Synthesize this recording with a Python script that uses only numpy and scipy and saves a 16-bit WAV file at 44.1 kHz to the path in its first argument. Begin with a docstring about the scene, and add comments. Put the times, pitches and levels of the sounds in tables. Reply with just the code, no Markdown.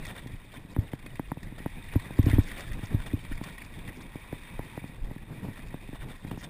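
"""A dirt trail in the woods, ridden downhill on a mountain bike, heard from a microphone worn by the rider.
Tyres: grains and pebbles excite resonances over dust hiss and a lumpy low rumble; splinter bursts snap,
slipping knobs scuff, leaves swish. The freehub whirrs as noisy clicks in spells of coasting.
Roots thump the mount and the loose mount clacks, both as modal blows; wind is low noise with gusts."""
import sys
import numpy as np
from scipy import signal
from scipy.fft import rfft, irfft, next_fast_len
from scipy.io import wavfile

SR = 44100
rng = np.random.default_rng(int(sys.argv[2]) if len(sys.argv) > 2 else 0)


def file_out(sig):
    """Save sig as 16-bit WAV at sys.argv[1]."""
    # one column per channel
    cols = np.atleast_2d(sig).T
    # limit, then scale
    lim = np.clip(cols, -1, 1)
    pcm = np.round(lim * 32767).astype(np.int16)
    wavfile.write(sys.argv[1], SR, pcm)


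N = 286209
TIME = np.arange(N) / SR   # s

# resonances of wheel and frame that grit excites: centre_hz, width_hz, level_db
GRIT_MODES = [(705, 670, -15.5), (1047, 175, -3), (1550, 470, -13.5), (1918, 163, 3.5), (2280, 144, 1),
              (2494, 57, 1.5), (2740, 61, -7.5), (3275, 115, -7), (3590, 143, -4), (4630, 810, -15)]


def from_db(db):
    """Decibels to amplitude gain."""
    return 10 ** (np.asarray(db) / 20)


def rms_one(x):
    """Scale to unit rms."""
    return x / np.sqrt(np.mean(x ** 2) + 1e-20)


def curve(rows):
    """Interpolate (time, value) rows linearly at every sample."""
    s, values = np.transpose(rows)
    return np.interp(TIME, s, values)


def add(track, start_s, sound):
    """Mix a sound in at a time."""
    at = max(round(start_s * SR), 0)
    track[at:at + len(sound)] += sound[:max(N - at, 0)]


def drift(rate_hz, step=40, settle=2000):
    """Slow random drift of unit rms: white noise through a double-pole low-pass at a reduced rate."""
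    r = np.exp(-2 * np.pi * rate_hz * step / SR)
    white = rng.standard_normal(N // step + settle + 2)
    slow = signal.lfilter([1], [1, -2 * r, r * r], white)[settle:]
    return np.interp(np.arange(N) / step, np.arange(len(slow)), rms_one(slow))


def noise(spectrum):
    """Unit-rms noise shaped by (Hz, dB) points, falling 12 dB per octave outside them."""
    hz, db = np.transpose(spectrum)
    size = next_fast_len(N)
    bins_hz = np.maximum(np.fft.rfftfreq(size, 1 / SR), 1)
    gain = from_db(np.interp(np.log(bins_hz), np.log(hz), db))
    gain *= np.minimum(bins_hz / hz[0], 1) ** 2
    gain *= np.minimum(hz[-1] / bins_hz, 1) ** 2
    return rms_one(irfft(rfft(rng.standard_normal(size)) * gain, size)[:N])


def resonate(x, modes):
    """Parallel two-pole resonances with alternating signs."""
    out = 0
    for k, (hz, width_hz, db) in enumerate(modes):
        r = np.exp(-np.pi * width_hz / SR)
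        poles = [1, -2 * r * np.cos(2 * np.pi * hz / SR), r * r]
        band = signal.lfilter([1, 0, -1], poles, x + 1e-18)   # offset avoids denormals
        out = out + (-1) ** k * from_db(db) * (1 - r * r) / 2 * band
    return out


def swells(events):
    """Envelope of Gaussian swells: (centre s, sigma s, peak dB)."""
    return sum(from_db(db) * np.exp(-.5 * ((TIME - s) / sigma_s) ** 2) for s, sigma_s, db in events)


def by_chance(per_s, db, spread_db=2.0, count=64):
    """Small events at random moments: (s, dB), with exponential gaps and uniform level spread."""
    draws = rng.random((count, 2))
    times_s = np.cumsum(-np.log(1 - draws[:, 0]) / per_s)
    return [(s, db + spread_db * (2 * u - 1)) for s, u in zip(times_s, draws[:, 1]) if s < N / SR]


def grit(modes, per_s, size_spread_db, patchy_db, patch_rate_hz):
    """Grains crack under the knobs, sizes spread exponentially in dB; each favours other resonances."""
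    falls = rng.random(N) < per_s / SR
    sizes = from_db(size_spread_db * np.minimum(rng.exponential(1, N), 4)) * falls
    out = 0
    for mode in modes:
        strength = rng.standard_normal(N) * from_db(patchy_db * drift(patch_rate_hz))
        out = out + resonate(sizes * strength, [mode])
    return rms_one(out)


def blows(events, modes, lag_at_100hz_s, vary_db=1.5, low_cut_hz=22, size=8192):
    """Blows on a body, each favouring other modes; bending waves carry highs faster: a downward chirp."""
    hz = np.fft.rfftfreq(size, 1 / SR)
    rings = []
    for k, (mode_hz, db, t60_s) in enumerate(modes):
        damped = 2j * np.pi * hz + np.log(1000) / t60_s
        rings.append((-1) ** k * from_db(db) * mode_hz / (damped ** 2 + (2 * np.pi * mode_hz) ** 2))
    rings = np.array(rings)
    travel = np.exp(-4j * np.pi * lag_at_100hz_s * np.sqrt(100 * hz))   # delay goes as 1 / sqrt(hz)
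    radiated = 1j * hz / (1j * hz + low_cut_hz)
    strengths = from_db(vary_db * rng.standard_normal((len(events), len(modes))))
    out = np.zeros(N)
    for (s, peak_db, contact_hz), strength in zip(events, strengths):
        contact = 1 / (1 + 1j * hz / contact_hz) ** 2   # a soft contact is dull
        blow = irfft(strength @ rings * travel * radiated * contact)
        add(out, s, from_db(peak_db) * blow / np.abs(blow).max())
    return out


def tyres(grip_db, clump_db=2.0, clump_rate_hz=45, grit_db=-1.0, pebble_db=-7.5, dust_db=-6.0):
    """Coarse grit and pebbles come in clumps over the smoother hiss of dust."""
    # dust hiss: freq_hz, density_db
    dust = [(300, -2), (550, 3.5), (950, 0.5), (1300, -2.5), (1900, 3.5), (2500, -19), (3000, -11.5),
            (3700, 2.5), (4300, -25), (5800, -17)]
    crunch_db = -55 + 0.97 * grip_db   # level at average grip; share of its swing
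    clumps = rms_one(from_db(clump_db * drift(clump_rate_hz)))
    coarse = from_db(grit_db) * grit(GRIT_MODES, per_s=2200, size_spread_db=2.0, patchy_db=4.5,
                                     patch_rate_hz=22.5)
    stones = from_db(pebble_db) * pebbles()
    fine = from_db(dust_db) * noise(dust)
    return from_db(crunch_db) * (clumps * (coarse + stones) + fine)


def pebbles(per_s=260, low_hz=1600, high_hz=3900, width_hz=70, tilt_db=-4.5, count=24):
    """Small stones tick on the wheels, each ringing briefly at one of a fan of pitches."""
    ticks = rng.standard_normal(N) * (rng.random(N) < per_s / SR)
    dealt = rng.integers(0, count, N)
    pitches_hz = np.geomspace(low_hz, high_hz, count)
    levels_db = np.linspace(0, tilt_db, count)
    out = 0
    for k, (hz, db) in enumerate(zip(pitches_hz, levels_db)):
        out = out + resonate(ticks * (dealt == k), [(hz, width_hz, db)])
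    return rms_one(out)


def rumble(lump_db=4.0, lump_rate_hz=14):
    """Uneven ground shakes the tyres: low noise in lumps, louder on rougher stretches."""
    # tyre rumble: freq_hz, density_db
    spectrum = [(40, -5), (70, -5), (110, 1.5), (170, -0.5), (270, -5.5), (380, -12), (550, -17.5),
                (950, -22), (1300, -30.5), (3000, -39)]
    # rumble on rougher and smoother ground: time_s, level_db
    ground = [(0.0, -43), (0.42, -48.5), (0.78, -46), (1.15, -50.5), (2.1, -45.5), (2.35, -39),
              (2.55, -42.5), (3.2, -45.5), (3.6, -47.5), (3.9, -44.5), (4.4, -51), (4.9, -46), (5.3, -44.5),
              (5.8, -46), (6.49, -43)]
    lumps = from_db(lump_db * drift(lump_rate_hz))
    return from_db(curve(ground)) * rms_one(noise(spectrum) * lumps)


def snaps(grip_db, t60_s=0.031, ring_db=-3.0, size=2048):
    """Stones and twigs snap: each a decaying noise burst through a wheel ring and a sharp crack."""
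    # snaps under the tyres: start_s, level_db, crack_db (relative)
    events = [(0.0508, -28, -11), (0.0654, -33, -7), (0.2718, -40, -5), (0.5691, -37, -18),
              (1.0615, -32.5, -23), (1.1553, -35, -22), (1.4301, -35.5, -9), (1.996, -32, -28),
              (2.1819, -35, -26), (2.2284, -31.5, -12), (2.2573, -33.5, -4.5), (2.2977, -26, -28),
              (2.4843, -38, -2), (2.5152, -27.5, -21), (2.58, -34, -8), (2.606, -34, -3),
              (2.7317, -34, -10), (2.8689, -35.5, -18), (3.0624, -33.5, -16), (3.249, -33, -24),
              (3.3767, -31.5, -25), (3.4376, -30, -8), (3.5803, -32, -19), (3.8761, -32.5, -30)]
    # sharp crack: centre_hz, width_hz, level_db
    crack_modes = [(4260, 1350, 0.02), (5500, 2500, -2)]
    chips = [(s, db + grip_db[int(s * SR)], -18) for s, db in by_chance(per_s=4.0, db=-41.5)]
    events = list(events) + chips
    decay = from_db(-60 * TIME[:size] / t60_s)
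    out = np.zeros(N)
    for (s, level_db, crack_db), splinters in zip(events, rng.standard_normal((len(events), size))):
        burst = splinters * decay
        ring = resonate(burst, GRIT_MODES)
        crack = resonate(burst, crack_modes)
        sound = from_db(ring_db) * ring / np.abs(ring).max()
        sound += from_db(crack_db) * crack / np.abs(crack).max()
        add(out, s, from_db(level_db) * sound)
    return out


def scuffs(per_s=1800):
    """Slipping knobs grind many grains at once: dense grit in short swells."""
    # slips: centre_s, sigma_s, peak_db
    slips = [(.1, 0.015, -42.5), (.177, 0.017, -43), (.552, 0.013, -50.5), (1.587, 0.0042, -45.5),
             (1.935, .0084, -47), (2.292, 0.018, -39.5), (2.345, .012, -43), (2.399, 0.0064, -42.5),
             (2.519, 0.014, -51), (2.604, 0.038, -44.5), (2.84, .015, -47), (3.012, 0.015, -46.5),
             (3.073, 0.011, -44.5), (3.32, 0.0086, -43), (3.475, 0.027, -46), (5.582, 0.015, -47),
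             (5.958, 0.01, -46), (6.023, 0.015, -46), (6.117, 0.024, -49.5), (6.316, 0.0043, -43),
             (6.441, 0.012, -44)]
    # scuff resonances: centre_hz, width_hz, level_db
    modes = [(600, 470, -2.5), (1010, 140, -6.5), (1450, 200, -4.5), (1840, 140, 1.5), (2326, 48, -0.5),
             (2840, 170, -9), (3170, 69, -6), (3586, 94, -2)]
    return swells(slips) * grit(modes, per_s, size_spread_db=0.0, patchy_db=3.0, patch_rate_hz=56)


def thuds():
    """Roots and bumps jolt the mount, which rings in damped low modes."""
    # jolts: start_s, peak_db, contact_cutoff_hz
    jolts = [(0.329, -29, 70), (0.7805, -12.5, 138), (1.955, -9.5, 240), (2.187, -6, 206),
             (2.2346, -17, 70), (2.2623, -8.5, 377), (2.2801, -20, 400), (2.3, -18, 70),
             (2.3295, -9.5, 205), (2.3596, -18.5, 70), (2.3814, -6, 296), (2.8276, -25, 171),
             (2.9397, -12.5, 220), (3.1333, -14, 239), (3.3112, -25.5, 340)]
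    # mount modes: freq_hz, level_db, t60_s
    modes = [(101.2, -2.5, 0.056), (170, 5.5, 0.0075), (279.5, -2.5, 0.035), (600, -21.5, 0.018),
             (750, -25.5, 0.033), (1087, -20, 0.077)]
    return blows(jolts, modes, lag_at_100hz_s=0.00338)


def clacks(ref_hz=1070, ref_db=-25.5, db_per_octave=5.0):
    """Short, bright knocks of the microphone mount; the harder the hit, the brighter the contact."""
    # knocks: start_s, peak_db
    knocks = [(0.2589, -29.5), (0.7635, -19.5), (0.9335, -21), (1.1946, -19), (1.317, -19.5), (1.3705, -27),
              (1.5219, -30.5), (1.6009, -31), (1.6598, -18.5), (1.9562, -20.5), (2.1056, -26.5),
              (2.1885, -23), (2.383, -23), (2.7906, -31), (3.4117, -25), (4.1549, -26), (4.3272, -22.5),
              (4.592, -22), (4.7756, -23.5), (4.8399, -26.5), (5.1106, -28), (5.1607, -28.5),
              (5.4834, -26.5), (5.7414, -24), (5.8882, -29.5), (5.9291, -28.5), (6.2464, -27),
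              (6.3129, -23), (6.3739, -27)]
    # clack modes: freq_hz, level_db, t60_s
    modes = [(138, -4.5, 0.039), (277, -3.5, 0.032), (480, 1.3, 0.0045), (917, -5.5, 0.0095),
             (1870, -9.5, 0.0052)]
    knocks = list(knocks) + by_chance(per_s=2.0, db=-36)   # faint clacks in between
    events = [(s, db, ref_hz * 2 ** ((db - ref_db) / db_per_octave)) for s, db in knocks]
    return blows(events, modes, lag_at_100hz_s=.0011)


def freehub(clicks_per_s=420, wobble=.08, click_decay=2.4, patchy_db=2.5, patch_rate_hz=20):
    """Pawls skip over the ratchet so fast that the clicks blur to a whirr of shifting colour."""
    # hub resonances: centre_hz, width_hz, level_db
    modes = [(930, 130, 2), (1926, 170, 0), (2280, 106, 4), (2482, 110, 3), (2760, 47, -11.5),
             (3615, 81, -2.5)]
    teeth = np.cumsum(clicks_per_s * (1 + wobble * drift(2))) / SR
    scrapes = np.exp(-click_decay * (teeth % 1))   # decay per click period
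    out = 0
    for mode in modes:
        band = resonate(scrapes * rng.standard_normal(N), [mode])
        out = out + band * from_db(patchy_db * drift(patch_rate_hz))
    return rms_one(out)


def coasting(rise_s=0.25, fade_s=0.17):
    """Freehub gain: the rider stops pedalling, and each spell rises, holds and fades exponentially."""
    # coasting spells: start_s, end_s, level_db
    spells = [(0.0, 0.5, -61.5), (1.75, 2.044, -54.5), (2.9, 3.96, -56.5), (4.203, 4.798, -53),
              (5.357, 5.9, -57.5)]
    gains = []
    for start_s, end_s, db in spells:
        rise = np.minimum(TIME - start_s, 0) / rise_s
        fade = np.maximum(TIME - end_s, 0) / fade_s
        gains.append(from_db(db) * np.exp(rise - fade))
    return np.max(gains, axis=0)


def leaves():
    """Dry leaves swish past the wheels, each a thin hiss."""
    # swishes: centre_s, sigma_s, peak_db
    swishes = [(2.436, 0.0072, -53), (2.859, .003, -48), (3.97, 0.012, -62), (4.022, 0.0049, -55),
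               (6.4, 0.016, -55), (6.443, 0.0054, -46.5)]
    # leaf hiss: freq_hz, density_db
    spectrum = [(3000, -28), (4500, -2), (5500, 2), (5900, 2)]
    return swells(swishes) * noise(spectrum)


def wind(grip_db, flutter_db=2.0, flutter_rate_hz=6, gust_sigma_s=0.037):
    """The headwind flutters on the microphone and swells in gusts."""
    # wind: freq_hz, density_db
    spectrum = [(15, -1.5), (25, 3), (38, -4), (70, -12.5), (120, -14.5), (300, -48)]
    # gusts: centre_s, peak_db
    gust_rows = [(0.35, -41), (1.25, -39), (1.75, -39), (2.24, -35), (2.38, -24), (2.73, -31),
                 (2.97, -31.5), (3.13, -38), (3.33, -32.5), (3.56, -43), (5.04, -34), (5.67, -38),
                 (6.03, -40.5)]
    steady_db = -46.5 + 0.5 * grip_db   # level at average grip; share of its swing
    steady = from_db(steady_db + flutter_db * drift(flutter_rate_hz))
    gusts = swells([(s, gust_sigma_s, db) for s, db in gust_rows])
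    return np.hypot(steady, gusts) * noise(spectrum)


def scene():
    """All sources travel with the rider, close and dry; crunch, small snaps and wind rise with grip."""
    # how hard the tyres work the dirt (only the swing about the mean counts): time_s, level_db
    grip = [(0.0, -62.5), (0.03, -64.5), (0.2, -70.5), (0.81, -71), (1.57, -71), (2.02, -68), (2.28, -64),
            (2.4, -62.5), (2.82, -66.5), (3.07, -68), (3.49, -68), (4.1, -71), (4.43, -69.5), (4.77, -71),
            (5.04, -73.5), (6.49, -70)]
    grip_db = curve(grip)
    grip_db = grip_db - grip_db.mean()
    trail = tyres(grip_db) + rumble() + snaps(grip_db) + scuffs() + leaves()
    bike_and_mount = thuds() + clacks() + coasting() * freehub()
    return (trail + bike_and_mount + wind(grip_db))[None]


def record(dry):
    """Hold the sound in steps at 12 kHz, which mirrors it faintly into the treble; then cut the top."""
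    narrow_sos = signal.ellip(10, .1, 70, 5860, fs=SR, output="sos")
    narrow = signal.sosfiltfilt(narrow_sos, dry)
    at_48khz = signal.resample_poly(narrow, 160, 147, axis=1)
    steps = np.repeat(at_48khz[:, ::4], 4, axis=1)
    held = signal.resample_poly(steps, 147, 160, axis=1)[:, :N]
    top_cut_sos = signal.ellip(10, .1, 80, 15250, fs=SR, output="sos")
    return signal.sosfilt(top_cut_sos, held)


dry = scene()
out = record(dry)
file_out(out)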